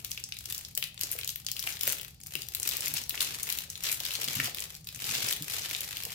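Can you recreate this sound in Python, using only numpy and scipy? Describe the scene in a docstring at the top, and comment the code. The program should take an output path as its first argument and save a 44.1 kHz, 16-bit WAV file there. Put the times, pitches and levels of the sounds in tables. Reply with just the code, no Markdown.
"""Rummaging among plastic containers

Hands rummage among small plastic containers on a table, close to the left of a pair of microphones.
Filtered noise bursts make the stiff snaps and hollow knocks, and showers of noise grains the dense fine
crackle and dull shuffle; damped sines make the thumps of the table top. A small room answers as decaying
sparse reflections, and an appliance hums low behind it all as shaped noise with thin wavering tones."""
import sys
import numpy as np
from scipy import signal
from scipy.fft import rfft, irfft, next_fast_len
from scipy.io import wavfile
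from scipy.ndimage import uniform_filter1d

SR = 44100
rng = np.random.default_rng(int(sys.argv[2]) if len(sys.argv) > 2 else 0)


def materialize(psi):
    """Save the field psi as 16-bit PCM at rate SR to the path in sys.argv[1].

    A 1-D psi becomes a single channel; in a 2-D psi each row is a channel.
    """
    bounded = np.clip(np.atleast_2d(psi).T, -1, 1)
    quanta = np.round(bounded * 32767).astype(np.int16)
    wavfile.write(sys.argv[1], SR, quanta)


N = 270774  # length [samples]


def gain_of(db):
    """Level law: 20 dB is a tenfold amplitude."""
    return 10 ** (np.asarray(db) / 20)


def evened(x):
    """Power normalization: scales to rms 1."""
    return x / np.sqrt(np.mean(x ** 2) + 1e-20)


def read(points, hz):
    """Interpolation of a table along a logarithmic frequency axis."""
    f, value = np.transpose(points)
    return np.interp(np.log(hz + 1), np.log(f + 1), value)


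def colour(x, db_at):
    """Linear filtering: multiplies the spectrum by a gain in dB given as a function of frequency."""
    size = next_fast_len(x.shape[-1])
    gain = gain_of(db_at(np.fft.rfftfreq(size, 1 / SR)))
    return irfft(rfft(x, size) * gain, size)[..., :x.shape[-1]]


def add(mix, s, sound):
    """Superposition: mixes a two-channel sound in at time s."""
    part = mix[:, max(round(s * SR), 0):][:, :sound.shape[1]]
    part += sound[:, :part.shape[1]]


def burst(noise, rise_s, fall_s):
    """Impulsive excitation: noise under a quick rise and an exponential fall."""
    t = np.arange(noise.shape[-1]) / SR
    return noise * (1 - np.exp(-t / rise_s)) * np.exp(-t / fall_s)


def pair(noise, alike):
    """Partial coherence: each microphone faces another side of the source, so the signals agree in part."""
    alike = np.clip(alike, 0, 1)
    right = alike * noise[0] + np.sqrt(1 - alike ** 2) * noise[1]
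    return np.array([noise[0], right])


def grains(per_s, spread_db, fall_s, alike):
    """Shot noise: many tiny slips of very unequal size, each a short puff of noise."""
    size_db = spread_db * np.minimum(rng.exponential(1, N), 3.2)
    size = gain_of(size_db) * (rng.random(N) < per_s / SR)
    power = signal.oaconvolve(size ** 2, burst(np.ones(400), 0.00007, fall_s))[:N]
    power /= uniform_filter1d(power, 4000) + 1e-9  # the hands set the level, chance only the fine pattern
    return np.sqrt(abs(power)) * pair(rng.standard_normal((2, N)), alike)


def room_tone():
    """Stationary noise of given spectrum and coherence: low rumble, thin wavering tones and faint hiss."""
    # spectrum of the noise before levelling: (frequency [Hz], gain [dB])
    air = [(15, -32), (30, -3), (65, 13.5), (100, 13), (150, 13), (230, -4), (570, -19.5), (1300, -44),
           (2500, -39), (4500, -9), (7500, -19.5), (16000, -56)]
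    # left-right likeness of the noise: (frequency [Hz], coherence [0-1])
    likeness = [(60, .96), (150, .97), (300, .8), (700, .3), (1500, .05)]
    # faint steady tones: (mean frequency [Hz], mean level [dB rms])
    hum = [(118.4, -70), (468.3, -91.5), (780.6, -83.5)]
    air_db = -56  # rms level of the noise
    frames, hz = N // 512 + 5, np.fft.rfftfreq(2048, 1 / SR)
    a, b, c, d = rng.standard_normal((frames, 1025, 4)).T
    same = np.clip(read(likeness, hz), 0, 1)[:, None]
    left = a + 1j * b
    right = same * left + np.sqrt(1 - same ** 2) * (c + 1j * d)
    spectrum = np.array([left, right]) * gain_of(read(air, hz))[:, None]
    noise = signal.istft(spectrum, nperseg=2048, noverlap=1536)[1][:, :N]
    out = gain_of(air_db) * evened(noise)
    for f, db in hum:
        waver = evened(uniform_filter1d(rng.standard_normal(N), 6000))  # moves level and pitch together
        phase = 2 * np.pi * np.cumsum(f * (1 + 0.0042 * waver)) / SR
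        out = out + np.sqrt(2) * gain_of(db + 3.7 * waver) * np.sin(phase)
    return out


def room(x):
    """Reverberation: sparse reflections of random sign, each band dying at its own speed."""
    # reverberation time: (frequency [Hz], time to fall by 60 dB [s])
    decay = [(300, 0.56), (1500, 0.3), (4000, 0.34), (10000, 0.22)]
    out = np.zeros_like(x)
    # the hands move about, so the pattern of reflections keeps changing between three
    turn = 2 * np.pi * 2.3 * np.arange(N) / SR
    for k in range(3):
        taps = np.zeros((2, SR // 2))
        at = np.arange(90, SR // 2 - 12, 12)
        at = at + rng.integers(0, 12, (2, len(at)))
        np.put_along_axis(taps, at, rng.choice([-1., 1.], at.shape), 1)
        hz, t, z = signal.stft(taps, SR, nperseg=128)
        swell = 1 - np.exp(-t / 0.0014)  # the walls are some way off
        fall = gain_of(-60 * t / read(decay, hz)[:, None])
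        tail = signal.istft(z * swell * fall, SR, nperseg=128)[1]
        tail /= np.linalg.norm(tail, axis=1)[:, None]
        share = np.sqrt(2 / 3) * np.cos(turn + k * np.pi / 3)  # the squared shares sum to 1
        out += signal.fftconvolve(x * share, tail, axes=1)[:, :N]
    return out


def hands():
    """Control envelope: level of the handling in dB, linear between points, at every sample."""
    # handling: (time [s], level of the body of the crackle [dB])
    handling = [(0.0, -54), (0.35, -67), (0.52, -50), (0.74, -68), (0.971, -65.5), (1.028, -48),
                (1.451, -67.5), (1.68, -45.5), (1.79, -55), (1.88, -39), (2.17, -73.5), (2.36, -50),
                (2.48, -60), (2.689, -42), (2.93, -45.5), (2.959, -37.5), (3.072, -58), (3.219, -40),
                (3.4, -48.5), (3.51, -45), (3.68, -56), (3.79, -58), (3.849, -37), (3.99, -54.5),
                (4.021, -46), (4.461, -39.5), (4.53, -55), (4.62, -46.5), (4.83, -69.5), (5.02, -46.5),
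                (5.09, -38), (5.29, -38), (5.411, -54.5), (5.53, -41), (5.94, -48), (6.02, -50),
                (6.14, -48)]
    return np.interp(np.arange(N) / SR, *np.transpose(handling))


def shuffle():
    """Shot noise of soft bumps inside the pile, louder as the hands dig in."""
    # dull knocking of the pile before levelling: (frequency [Hz], gain [dB])
    dullness = [(80, -64), (200, 4.5), (400, 7.5), (800, 5), (1500, -1), (2300, -7)]
    base_db, growth = -55, 0.84  # level at a handling of -45 dB, and dB gained per dB of handling
    bumps = grains(per_s=140.0, spread_db=1.5, fall_s=0.0023, alike=0.72)
    level_db = base_db + growth * (uniform_filter1d(hands(), 3000) + 45)
    return gain_of(level_db) * evened(colour(bumps, lambda hz: read(dullness, hz)))


def thumps():
    """Damped modes: the table top answers a landing with a low ring and weaker overtones."""
    # containers landing on the table: (time [s], level of the lowest mode before rise and decay [dB], pitch [Hz])
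    landings = [(1.881, -37, 123), (2.358, -40, 153), (2.889, -37, 146.4), (2.929, -39, 144),
                (4.277, -34, 145), (4.365, -27, 117), (4.388, -25.5, 137), (4.44, -32, 120),
                (4.957, -43, 129), (5.101, -34.5, 125), (5.158, -38, 132), (5.236, -33.5, 121),
                (5.409, -30, 155)]
    t60_s = 0.12
    out, t = np.zeros((2, N)), np.arange(SR // 4) / SR
    for s, db, hz in landings:
        ring = np.sin(2 * np.pi * hz * t)
        ring += 0.44 * np.sin(2 * np.pi * 1.9 * hz * t)
        ring += 0.25 * np.sin(2 * np.pi * 1.216 * hz * t)
        envelope = gain_of(db - 60 * t / t60_s) * (1 - np.exp(-t / 0.0098))
        add(out, s - .004, np.tile(envelope * ring, (2, 1)))
    return out


def knocks():
    """Cavity resonance: each bump rings the air and walls of a container for a few cycles."""
    # hollow containers bumping one another: (time [s], peak level [dB], pitch [Hz])
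    bumps = [(0.774, -43, 580), (1.034, -43.5, 437), (1.113, -49, 674), (1.152, -39.5, 540),
             (1.667, -38, 637), (1.875, -32.5, 517), (2.351, -40.5, 380), (2.736, -62, 430),
             (3.141, -37, 935), (3.474, -44, 850), (4.008, -40, 829), (4.187, -41.5, 400),
             (4.233, -45, 345), (4.281, -42.5, 328), (4.399, -37, 403), (4.479, -35, 630),
             (5.152, -35, 775), (6.064, -40, 610)]
    out = np.zeros((2, N))
    for (s, db, hz), noise in zip(bumps, rng.standard_normal((len(bumps), 2, 1500))):
        hollow = signal.iirpeak(hz, .9, SR)
        blow = burst(pair(noise, 0.75), 0.00073, 0.006)
        ring = signal.lfilter(*hollow, signal.lfilter(*hollow, blow))
        add(out, s - .001, gain_of(db) * ring / abs(ring).max(1)[:, None])
    return out


def crumples():
    """Amplitude envelope: each squeeze swells and fades as a smooth squared-cosine arch."""
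    # thin plastic squeezed for a moment: (middle [s], length [s], peak of the arch [dB])
    squeezes = [(0.524, .08, -53), (1.132, 0.045, -37), (1.299, 0.049, -36.5), (1.681, 0.1, -37),
                (1.878, 0.2, -37.5), (2.682, 0.073, -48), (3.223, 0.059, -32.5), (3.504, .07, -40),
                (3.92, .1, -31.5), (5.058, 0.11, -37), (5.32, 0.11, -35), (5.524, 0.11, -36)]
    middle, length, db = np.transpose(squeezes)[..., None]
    t = np.arange(0, N / SR, .002)
    arches = gain_of(db) * np.cos(np.pi * np.clip((t - middle) / length, -.5, .5)) ** 2
    return np.interp(np.arange(N) / SR, t, arches.sum(0))


def crackle():
    """Stick-slip shot noise of creasing plastic: harder handling packs the slips closer."""
    # spectrum of the crinkle before levelling: (frequency [Hz], gain [dB])
    crinkle = [(200, -31), (900, -12), (1300, -6.5), (2000, -2), (2500, 1), (7200, -2), (9100, -7),
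               (12000, -4.5), (15200, -6), (16500, -52)]
    crisp_db, crisp_growth = -42, 0.67  # level at a handling of -44.5 dB, and dB gained per dB of handling
    per_s = 600. * gain_of(.8 * (hands() + 45.5))
    slips = grains(per_s, spread_db=6.5, fall_s=0.0016, alike=0.05)
    fine = colour(slips, lambda hz: read(crinkle, hz))
    crisp = colour(fine, lambda hz: read([(5500, -12.5), (9000, 2.5)], hz))
    steady = gain_of(crisp_db + crisp_growth * (hands() + 44.5))
    crisp_gain = np.hypot(steady, crumples())  # the crisp top flares in crumples
    return gain_of(hands()) * evened(fine - crisp) + crisp_gain * evened(crisp)


def small_snaps():
    """Random point process: chance snaps, more of them and louder where the handling is harder."""
    count, low_hz, high_hz = 70, 2380, 7000
    ring_above_db, edge_above_db, scatter_db = 17.5, 10.5, 5  # peaks above the handling level, and spread
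    when, high, a, b = rng.random((count, 4)).T
    busy = np.cumsum(gain_of(0.6 * hands()))
    at = np.searchsorted(busy, when * busy[-1]).clip(0, N - 1)
    ring_db = hands()[at] + ring_above_db + scatter_db * (2 * a - 1)
    edge_db = hands()[at] + edge_above_db + scatter_db * (2 * b - 1)
    return list(zip(at / SR, ring_db, low_hz * (high_hz / low_hz) ** high, edge_db))


def snaps():
    """Buckling: a millisecond of slips rings the panel, and the crease adds a sharp edge."""
    # clear snaps, peaks before panning:
    # (time [s], panel ring peak [dB], panel pitch [Hz], sharp edge peak [dB])
    clear = [(0.0472, -23.5, 4060, -16), (0.1105, -40, 6980, -20), (0.116, -17.5, 5400, -20),
             (0.1758, -21.5, 3060, -26), (0.2391, -19, 5900, -29), (0.3224, -20, 3970, -40),
             (0.3686, -28, 3450, -30), (0.3882, -31, 5210, -23.5), (0.44, -43, 3090, -36),
             (0.4566, -24, 5000, -21), (0.5001, -32, 4000, -17), (0.5245, -24, 3920, -12.5),
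             (0.5474, -23.5, 5340, -18), (0.5796, -23.5, 6550, -19), (0.6495, -24, 4600, -34),
             (0.7514, -22.5, 6550, -20), (0.7762, -20, 3700, -9), (0.8259, -15.5, 2830, -17),
             (0.8397, -21.5, 3700, -16), (0.9773, -28, 3770, -42), (1.0116, -19, 4470, -12.5),
             (1.0345, -15, 5530, -14), (1.1159, -33, 6980, -12.5), (1.1885, -25.5, 2410, -15),
             (1.2123, -23, 3750, -30), (1.2331, -24.5, 3190, -30), (1.2459, -22.5, 6420, -21),
             (1.2762, -23, 4310, -15), (1.2918, -18, 5200, -22), (1.3015, -25, 6980, -23),
             (1.3591, -28.5, 3240, -17.5), (1.4656, -15.5, 5500, -21.5), (1.4861, -20.5, 3130, -22),
             (1.5158, -19.5, 5160, -13), (1.5662, -21.5, 3550, -25), (1.5934, -20, 4500, -19),
             (1.5995, -30, 5000, -15), (1.6262, -27, 3250, -17), (1.6733, -17.5, 2720, -21),
             (1.7246, -23.5, 5700, -30), (1.7697, -27.5, 2870, -31), (1.8103, -19.5, 5600, -13.5),
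             (1.8335, -20, 3420, -9), (1.8765, -23.5, 2500, -5.5), (1.8931, -16.5, 6800, -25),
             (1.9232, -24, 4950, -11), (2.0126, -34.5, 3490, -21), (2.0479, -31.5, 3100, -29),
             (2.2137, -34, 6030, -40), (2.2356, -30, 6980, -29), (2.2693, -29, 6900, -23),
             (2.3536, -18, 2930, -13.5), (2.4196, -24, 5300, -22), (2.4865, -27, 5100, -20),
             (2.5492, -21.5, 3440, -12), (2.599, -23, 6980, -18), (2.6302, -17, 6980, -17),
             (2.6756, -22, 4520, -9), (2.6903, -16.5, 5030, -11), (2.7689, -26, 4820, -13.5),
             (2.8073, -17, 7000, -17), (2.8593, -18, 5500, -12.5), (2.8708, -22, 2350, -22),
             (2.8817, -22, 5500, -12), (2.9393, -22, 6980, -11.5), (3.0381, -25.5, 5300, -24),
             (3.0946, -24, 5380, -10), (3.1074, -22, 3280, -31), (3.1429, -28, 1900, -37),
             (3.2066, -12.5, 3830, -12), (3.3416, -24.5, 4390, -27), (3.4316, -23, 6900, -12.5),
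             (3.4899, -26.5, 2110, -17), (3.5016, -22, 4350, -13.5), (3.5249, -21, 4230, -12.5),
             (3.5738, -46, 3400, -17), (3.5869, -20, 3620, -15), (3.7015, -20.5, 6800, -23),
             (3.7552, -24.5, 4150, -36), (3.8374, -19, 6740, -14), (3.8961, -19.5, 2500, -24),
             (3.9167, -22, 6590, -17), (4.0026, -20, 3680, -16), (4.0522, -19.5, 3920, -17),
             (4.0642, -20, 4350, -21), (4.117, -24, 3450, -23), (4.1369, -28, 4390, -16),
             (4.1528, -19, 4340, -16), (4.2129, -24, 6550, -18), (4.2424, -23, 3420, -12.5),
             (4.2858, -23.5, 3600, -19), (4.3309, -32, 6980, -18), (4.3541, -32, 3400, -14.5),
             (4.4006, -13, 1940, -15), (4.4434, -43, 6550, -13), (4.5468, -23.5, 3960, -18),
             (4.5844, -23, 3170, -23), (4.6037, -20.5, 6850, -21), (4.751, -28, 5370, -28),
             (4.8446, -33.5, 6980, -35), (4.8712, -28, 3560, -22.5), (4.8888, -23.5, 3720, -26),
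             (4.9477, -27.5, 6980, -34), (4.9921, -32, 3630, -29), (5.0424, -19, 4440, -27),
             (5.1517, -19, 3800, -19), (5.1982, -33, 5860, -27), (5.2693, -34, 5170, -16),
             (5.2874, -15, 5810, -18), (5.3266, -16, 3500, -12.5), (5.4231, -26, 3880, -15.5),
             (5.6925, -28, 3650, -21), (5.7112, -23.5, 2670, -17), (5.749, -17, 2940, -29),
             (5.7642, -25, 5470, -23), (5.8073, -26.5, 5560, -12.5), (5.9464, -33, 3960, -30),
             (5.9698, -21, 3770, -19), (6.0355, -23, 3870, -19), (6.0522, -28, 4650, -13)]
    # where the hands work: (time [s], left minus right [dB])
    side = [(0, 3.5), (1.9, 6), (3.8, 5), (6.14, 2.5)]
    out = np.zeros((2, N))
    rows = list(clear) + small_snaps()
    noise = rng.standard_normal((len(rows), 4, 2, 2, 512))
    chance = rng.random((len(rows), 2, 4))
    sides = np.interp([row[0] for row in rows], *np.transpose(side))
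    sides = sides + rng.standard_normal(len(rows))  # scatter of 1 dB
    sharp = signal.butter(N=3, Wn=6800., btype="high", fs=SR)
    for (s, ring_db, hz, edge_db), pan_db, slips, (when, size) in zip(rows, sides, noise, chance):
        panel = signal.iirpeak(hz, 1.3, SR)
        pan = np.array([[pan_db], [-pan_db]]) / 2
        # three weaker slips surround the main one, more strongly when it is loud
        weaker_db = -11 - 8 * size + 0.097 * (max(ring_db, edge_db) + 20)
        for k, (a, b) in enumerate(slips):
            ring = burst(pair(a, 0.4), 0.00015, 0.0007)
            ring = signal.lfilter(*panel, signal.lfilter(*panel, ring))
            edge = signal.lfilter(*sharp, burst(pair(b, 0.3), 0.0001, 0.0008))
            edge = colour(edge, lambda hz: read([(7500, 0.5), (9200, -1.5), (12000, 4.5)], hz))
            sound = gain_of(ring_db) * ring / abs(ring).max(1)[:, None]
            sound += gain_of(edge_db) * edge / abs(edge).max(1)[:, None]
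            late, db = (-.003 + 0.009 * when[k], weaker_db[k]) if k else (0, 0)
            add(out, s + late, gain_of(db + pan) * sound)
    return out


def scene():
    """Interaural-style level and time differences: the handling is louder left and later right."""
    # balance of all but snaps and thumps: (frequency [Hz], left minus right [dB])
    balance = [(60, -2), (150, 0.5), (380, 4.5), (950, 4), (2380, 2.5), (5980, 2), (15000, 7.0)]
    lag, room_db = 16, -6  # delay of the right microphone [samples], gain of the reflections [dB]
    half = np.array([[.5], [-.5]])
    pile = colour(crackle() + shuffle() + knocks(), lambda hz: half * read(balance, hz))
    near = snaps() + pile
    near = np.array([near[0], np.roll(near[1], lag)])
    still = colour(room_tone(), lambda hz: half * read(balance, hz))
    return near + gain_of(room_db) * room(near) + thumps() + still


def record(dry):
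    """Band limiting: a steep step down at the very top, then a low-pass filter."""
    roll_hz, edge_hz = 15850, 16900
    rolled = colour(dry, lambda hz: read([(roll_hz, 0), (roll_hz + 120, -17)], hz))
    low_pass = signal.firwin(511, edge_hz, window=("kaiser", 9), fs=SR)
    return signal.oaconvolve(rolled, low_pass[None], "same")


dry = scene()
out = record(dry)
materialize(out)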